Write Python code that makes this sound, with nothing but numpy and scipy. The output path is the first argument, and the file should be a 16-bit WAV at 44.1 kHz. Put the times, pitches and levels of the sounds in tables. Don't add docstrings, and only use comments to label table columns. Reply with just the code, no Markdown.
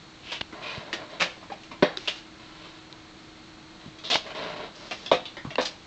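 import sys
import numpy as np
from scipy import signal
from scipy.fft import rfft, irfft
from scipy.io import wavfile

SR = 44100
rng = np.random.default_rng(int(sys.argv[2]) if len(sys.argv) > 2 else 0)


def transcribe(u):
    v = np.clip(np.atleast_2d(u).T, -1, 1)
    q = np.round(v * 32767).astype(np.int16)
    wavfile.write(sys.argv[1], SR, q)


N = 258822
T = np.arange(N) / SR
AGE = T[:SR // 3]

# f/Hz, level/dB
WALL_BOOM = [(100, -30.5), (170, -2), (230, -8.5), (400, -2), (540, -3), (615, 3), (690, -2), (810, -5),
             (900, -4.5), (1060, -4.5), (1400, -10.5), (2200, -12.5), (5000, -53)]


def undb(db):
    return 10 ** (np.asarray(db) / 20)


def add(out, t_s, x):
    i = max(int(t_s * SR), 0)
    out[i:i + len(x)] += x[:max(N - i, 0)]


def colour(x, points, size=2048):
    hz, db = np.transpose(points)
    bins_hz = np.maximum(np.fft.rfftfreq(size, 1 / SR), 1)
    gain = undb(np.interp(np.log(bins_hz), np.log(hz), db))
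    cepstrum = irfft(np.log(gain))
    cepstrum[1:size // 2] *= 2
    cepstrum[size // 2 + 1:] = 0
    response = irfft(np.exp(rfft(cepstrum)))
    return signal.fftconvolve(x, response / np.linalg.norm(response))[:len(x)]


def ring(hz, t60_s):
    return np.sin(2 * np.pi * hz * AGE) * undb(-60 * AGE / t60_s)


def grains(force, spread_db):
    sizes = np.repeat(rng.uniform(-1, 1, len(force)), 12)[:len(force)]
    clicks = force * rng.standard_normal(len(force)) * undb(spread_db * sizes)
    return clicks * np.linalg.norm(force) / np.linalg.norm(clicks)


def room(x, wet_db, box_t60_s=0.13, room_t60_s=0.4, room_db=-6):
    decay = undb(-60 * AGE / box_t60_s) + undb(room_db) * undb(-60 * AGE / room_t60_s)
    onset = 1 - np.exp(-(AGE / 0.0013) ** 2)
    tail = rng.standard_normal(len(AGE)) * decay * onset
    response = undb(wet_db) * tail / np.linalg.norm(tail)
    response[0] = 1
    return signal.fftconvolve(x, response)[:N]


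def paw_steps():
    # f/Hz, t60/s, level struck on floor/dB, level struck on flap/dB
    box_modes = [(164.4, 0.19, -20, -24.5), (189, 0.064, -9, -43.5), (279, 0.095, -4, -7.5),
                 (360, 0.067, 0.5, -35), (416, 0.11, -7, -6.5), (495, 0.2, -12, -19), (507, 0.2, -11, -2),
                 (559, 0.099, -7, 0.5), (601, 0.11, -0.5, -24), (649, 0.052, -22, 2.5),
                 (715, 0.19, -18, -5.5), (825, 0.037, -11, -12), (969, 0.067, 6, 4), (1087, 0.044, -0.5, 2)]
    # t/s, thud/dB, push/s, crackle/dB, crackle decay/s, place (0 floor, 1 flap)
    footfalls = [(1.824, -8.5, 0.00093, -15, 0.0023, 0), (1.8281, -18, 0.0022, -11, 0.002, 0),
                 (5.1146, -11.5, 0.00062, -13.5, 0.0043, 1), (5.582, -17.5, 0.00063, -22.5, 0.012, 1)]
    # f/Hz, level/dB
    crackle_spectrum = [(100, -9), (300, -1.5), (850, 4.5), (1400, -5), (2200, -4.5), (3000, -11),
                        (3900, -3.5), (5000, -21.5), (7000, -35), (8500, -41.5)]
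    out = np.zeros(N)
    for t_s, thud_db, push_s, crackle_db, decay_s, on_flap in footfalls:
        modes = sum(undb(flap_db if on_flap else floor_db) * ring(hz, t60_s) * (-1) ** (k // 2)
                    for k, (hz, t60_s, floor_db, flap_db) in enumerate(box_modes))
        pad = np.exp(-((AGE - push_s) / (push_s / 2)) ** 2)
        thud = signal.fftconvolve(modes, pad / pad.sum())[:len(AGE)]
        crackle = colour(grains(np.exp(-AGE / decay_s), spread_db=1.0), crackle_spectrum)
        add(out, t_s, undb(thud_db) * room(thud, wet_db=-27.5))
        add(out, t_s, undb(crackle_db) * room(crackle, wet_db=3.5))
    return out


def card_contact(force, rasp_hz, width_oct, boom_db, spread_db):
    hz = np.geomspace(50, 12000, 200)
    bell_db = -10 * np.log10(1 + (np.log2(hz / rasp_hz) / width_oct) ** 2)
    rolloff_db = -10 * np.log10(1 + (hz / 4900) ** 6 + (hz / 6300) ** 14 + (420 / hz) ** 4)
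    rasp = colour(grains(force, spread_db), np.c_[hz, bell_db + rolloff_db])
    boom = colour(grains(force, spread_db), WALL_BOOM)
    return rasp + undb(boom_db) * boom


def card_scrapes(release_s=0.017):
    # t/s, level/dB, rise/s, hold/s, rasp centre/Hz, rasp width/oct, boom/dB
    scrapes = [(0.208, -38, 0.12, 0.04, 2880, 0.21, -13), (0.3178, -32, 0.00044, 0.01, 2870, 0.55, -13),
               (0.618, -42.5, 0.0051, 0.1, 2490, 0.024, -17), (0.929, -28.5, 0.0004, 0.0031, 2600, 1, -13),
               (1.196, -21.5, 0.013, 0.013, 2200, 0.58, -8), (1.964, -47, 0.0076, 0.22, 3600, 0.91, -19),
               (2.073, -22.5, 0.006, 0.0016, 3050, 0.26, -14), (4.036, -37.5, 0.001, 0.057, 3750, .12, -11),
               (4.1, -23, 0.0011, 0.052, 3500, 0.3, -7.5), (4.734, -50, 0.023, 0.31, 4500, 0.45, -3.5),
               (4.909, -33, 0.0018, 0.013, 2700, 0.48, -3), (5.116, -30, 0.002, 0.025, 2140, 0.44, -1.5),
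               (5.605, -34, .004, 0.018, 4700, 0.47, -27), (5.651, -30.5, .0005, 0.012, 4500, 0.65, -22)]
    out = np.zeros(N)
    for t_s, db, rise_s, hold_s, hz, width_oct, boom_db in scrapes:
        attack = np.minimum(AGE / rise_s, 1)
        release = np.exp(-np.maximum(AGE - rise_s - hold_s, 0) / release_s)
        scrape = card_contact(attack * release, hz, width_oct, boom_db, spread_db=9.0)
        add(out, t_s, undb(db) * room(scrape, wet_db=-5.5))
    return out


def claw_taps(touch_s=0.004, ref_width_oct=0.39, ref_db=-38.5, db_per_halving=6.5):
    # t/s, level/dB, rasp centre/Hz, boom/dB
    taps = [(0.5258, -45, 1850, 10), (.7767, -44.5, 2700, -6), (1.249, -32, 3040, 1),
            (1.367, -53.5, 1100, 9), (1.4285, -49.5, 1500, 9.5), (1.5005, -49.5, 2000, 15),
            (1.5195, -37.5, 2400, -6), (1.6335, -45, 3770, -22), (1.714, -39.5, 2300, 3.5),
            (2.654, -46, 2500, -3), (3.9862, -39, 3530, -14), (4.2646, -37, 2380, -4),
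            (4.3055, -36, 2400, 0), (4.3488, -35.5, 2470, -2.5), (5.0608, -26.5, 3470, -16.5),
            (5.2542, -33.5, 3500, -17), (5.3684, -32.5, 2000, -5.5), (5.4478, -37.5, 950, -1.5),
            (5.505, -34, 2470, -1)]
    out = np.zeros(N)
    touch = np.exp(-AGE / touch_s)
    for t_s, db, hz, boom_db in taps:
        width_oct = ref_width_oct * 2 ** ((ref_db - db) / db_per_halving)
        tap = card_contact(touch, hz, width_oct, boom_db, spread_db=5.5)
        add(out, t_s, undb(db) * room(tap, wet_db=4.5))
    return out


def edge_knocks():
    # t/s, level/dB, f/Hz
    knocks = [(0.3235, -30.5, 948), (0.929, -25, 1860), (1.5195, -26.5, 794), (1.917, -39, 810),
              (2.93, -42.5, 970)]
    out = np.zeros(N)
    for t_s, db, hz in knocks:
        add(out, t_s, undb(db) * room(ring(hz, t60_s=0.057), wet_db=-7.5))
    return out


def flank_rubs(attack_s=0.0087, release_s=0.032, swell_db=3):
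    # t/s, length/s, boom/dB, hiss/dB
    strokes = [(0.522, 0.44, -43, -50.5), (0.62, 0.15, -54, -37.5), (0.951, 0.092, -40.5, -48),
               (1.086, 0.084, -43.5, -45.5), (2.382, 0.43, -65, -52.5), (2.556, 0.17, -56, -52),
               (3.793, 0.084, -55.5, -52), (4.238, 0.074, -42, -48.5), (4.342, 0.17, -36, -38.5),
               (4.523, 0.14, -39, -43), (4.794, 0.074, -48.5, -54)]
    # f/Hz, level/dB
    fur_spectrum = [(650, -18), (1100, 4.5), (1250, -14), (1310, -0.5), (1540, -2), (1700, -3), (2180, -1),
                    (2480, -1), (3150, 0.5), (3400, -1.5), (3870, 2), (6300, -20.5), (8500, -31.5),
                    (11000, -68.5), (18700, -120)]
    boom_force, hiss_force = np.zeros(N), np.zeros(N)
    for t_s, length_s, boom_db, hiss_db in strokes:
        attack = np.clip((T - t_s) / attack_s, 0, 1)
        release = np.exp(-np.maximum(T - t_s - length_s, 0) / release_s)
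        lean = np.sin(np.pi * np.clip((T - t_s) / length_s, 0, 1))
        force = attack * release * undb(swell_db * (lean - 1.5))
        boom_force = np.hypot(boom_force, undb(boom_db) * force)
        hiss_force = np.hypot(hiss_force, undb(hiss_db) * force)
    boom = colour(grains(boom_force, spread_db=10), WALL_BOOM)
    hiss = colour(grains(hiss_force, spread_db=12), fur_spectrum)
    return room(boom + hiss, wet_db=-4.5)


def camera_handling(snap_decay_s=0.0011, bump_rise_s=0.0009):
    # t/s, level/dB, f/Hz, t60/s, snap/dB
    ticks = [(0.4104, -23.5, 1600, .01, 3.5), (0.4137, -17, 2830, 0.012, -0.5),
             (1.9725, -15, 3890, 0.011, -9), (1.982, -30, 5160, .006, -3),
             (2.927, -26.5, 3970, 0.0053, -19), (4.1562, -14.5, 890, 0.012, 3.5),
             (5.5562, -18, 2760, 0.02, -3)]
    # f/Hz, level/dB
    snap_spectrum = [(60, -17), (200, -6), (500, 5), (1500, 9.5), (4800, 6.5), (7000, -27), (8500, -66)]
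    # t/s, level/dB, f/Hz, t60/s
    bumps = [(0.4127, -17.5, 111, 0.0091), (0.531, -25, 298, 0.02), (0.778, -22.5, 130, 0.03),
             (0.933, -28.5, 336, 0.092), (1.972, -33.5, 375, 0.11), (3.861, -27, 222, 0.03),
             (3.877, -31, 164, 0.046), (5.451, -16, 235, 0.016), (5.471, -28.5, 141, 0.12)]
    out = np.zeros(N)
    for t_s, db, hz, t60_s, snap_db in ticks:
        snap = colour(rng.standard_normal(len(AGE)) * np.exp(-AGE / snap_decay_s), snap_spectrum)
        add(out, t_s, undb(db) * (ring(hz, t60_s) + undb(snap_db) * snap))
    for t_s, db, hz, t60_s in bumps:
        add(out, t_s, undb(db) * ring(hz, t60_s) * (1 - np.exp(-AGE / bump_rise_s)))
    return out


def background(hiss_db=-47.5, hum_far_db=-4, approach_s=1.5, away_s=4.16, move_s=0.28):
    # f/Hz, level when near/dB
    hum_lines = [(56, -67), (198, -72), (316, -54.5), (340, -62), (736, -67.5), (1320, -68.5), (2143, -68),
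                 (3354, -74)]
    # f/Hz, level/dB
    hiss_spectrum = [(25, 9), (60, -4), (160, 0), (300, -5), (500, -8.5), (1000, -9), (1600, -10.5),
                     (3000, -13.5), (4300, -9.5), (4800, -18.5), (7000, -22.5), (8000, -26.5), (8800, -36)]
    hum = np.zeros(N)
    for hz, db in hum_lines:
        drift_rad = 0.96 * np.interp(T, np.linspace(0, T[-1], 30), rng.standard_normal(30))
        hum += undb(db) * np.sqrt(2) * np.sin(2 * np.pi * hz * T + drift_rad)
    hiss = undb(hiss_db) * colour(rng.standard_normal(N), hiss_spectrum, size=8192)
    near = np.clip(np.minimum(T - approach_s, away_s - T) / move_s, 0, 1)
    return hiss + hum * undb(hum_far_db * (1 - near))


def scene():
    cat = paw_steps() + card_scrapes() + claw_taps() + edge_knocks() + flank_rubs()
    return (cat + camera_handling() + background())[None]


def record(dry, low_hz=55, rolloff_hz=7900, top_hz=8500):
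    thin = signal.sosfilt(signal.butter(2, low_hz, "high", fs=SR, output="sos"), dry)
    soft = signal.sosfilt(signal.butter(10, rolloff_hz, fs=SR, output="sos"), thin)
    return signal.sosfilt(signal.ellip(8, .2, 70, top_hz, fs=SR, output="sos"), soft)


dry = scene()
out = record(dry)
transcribe(out)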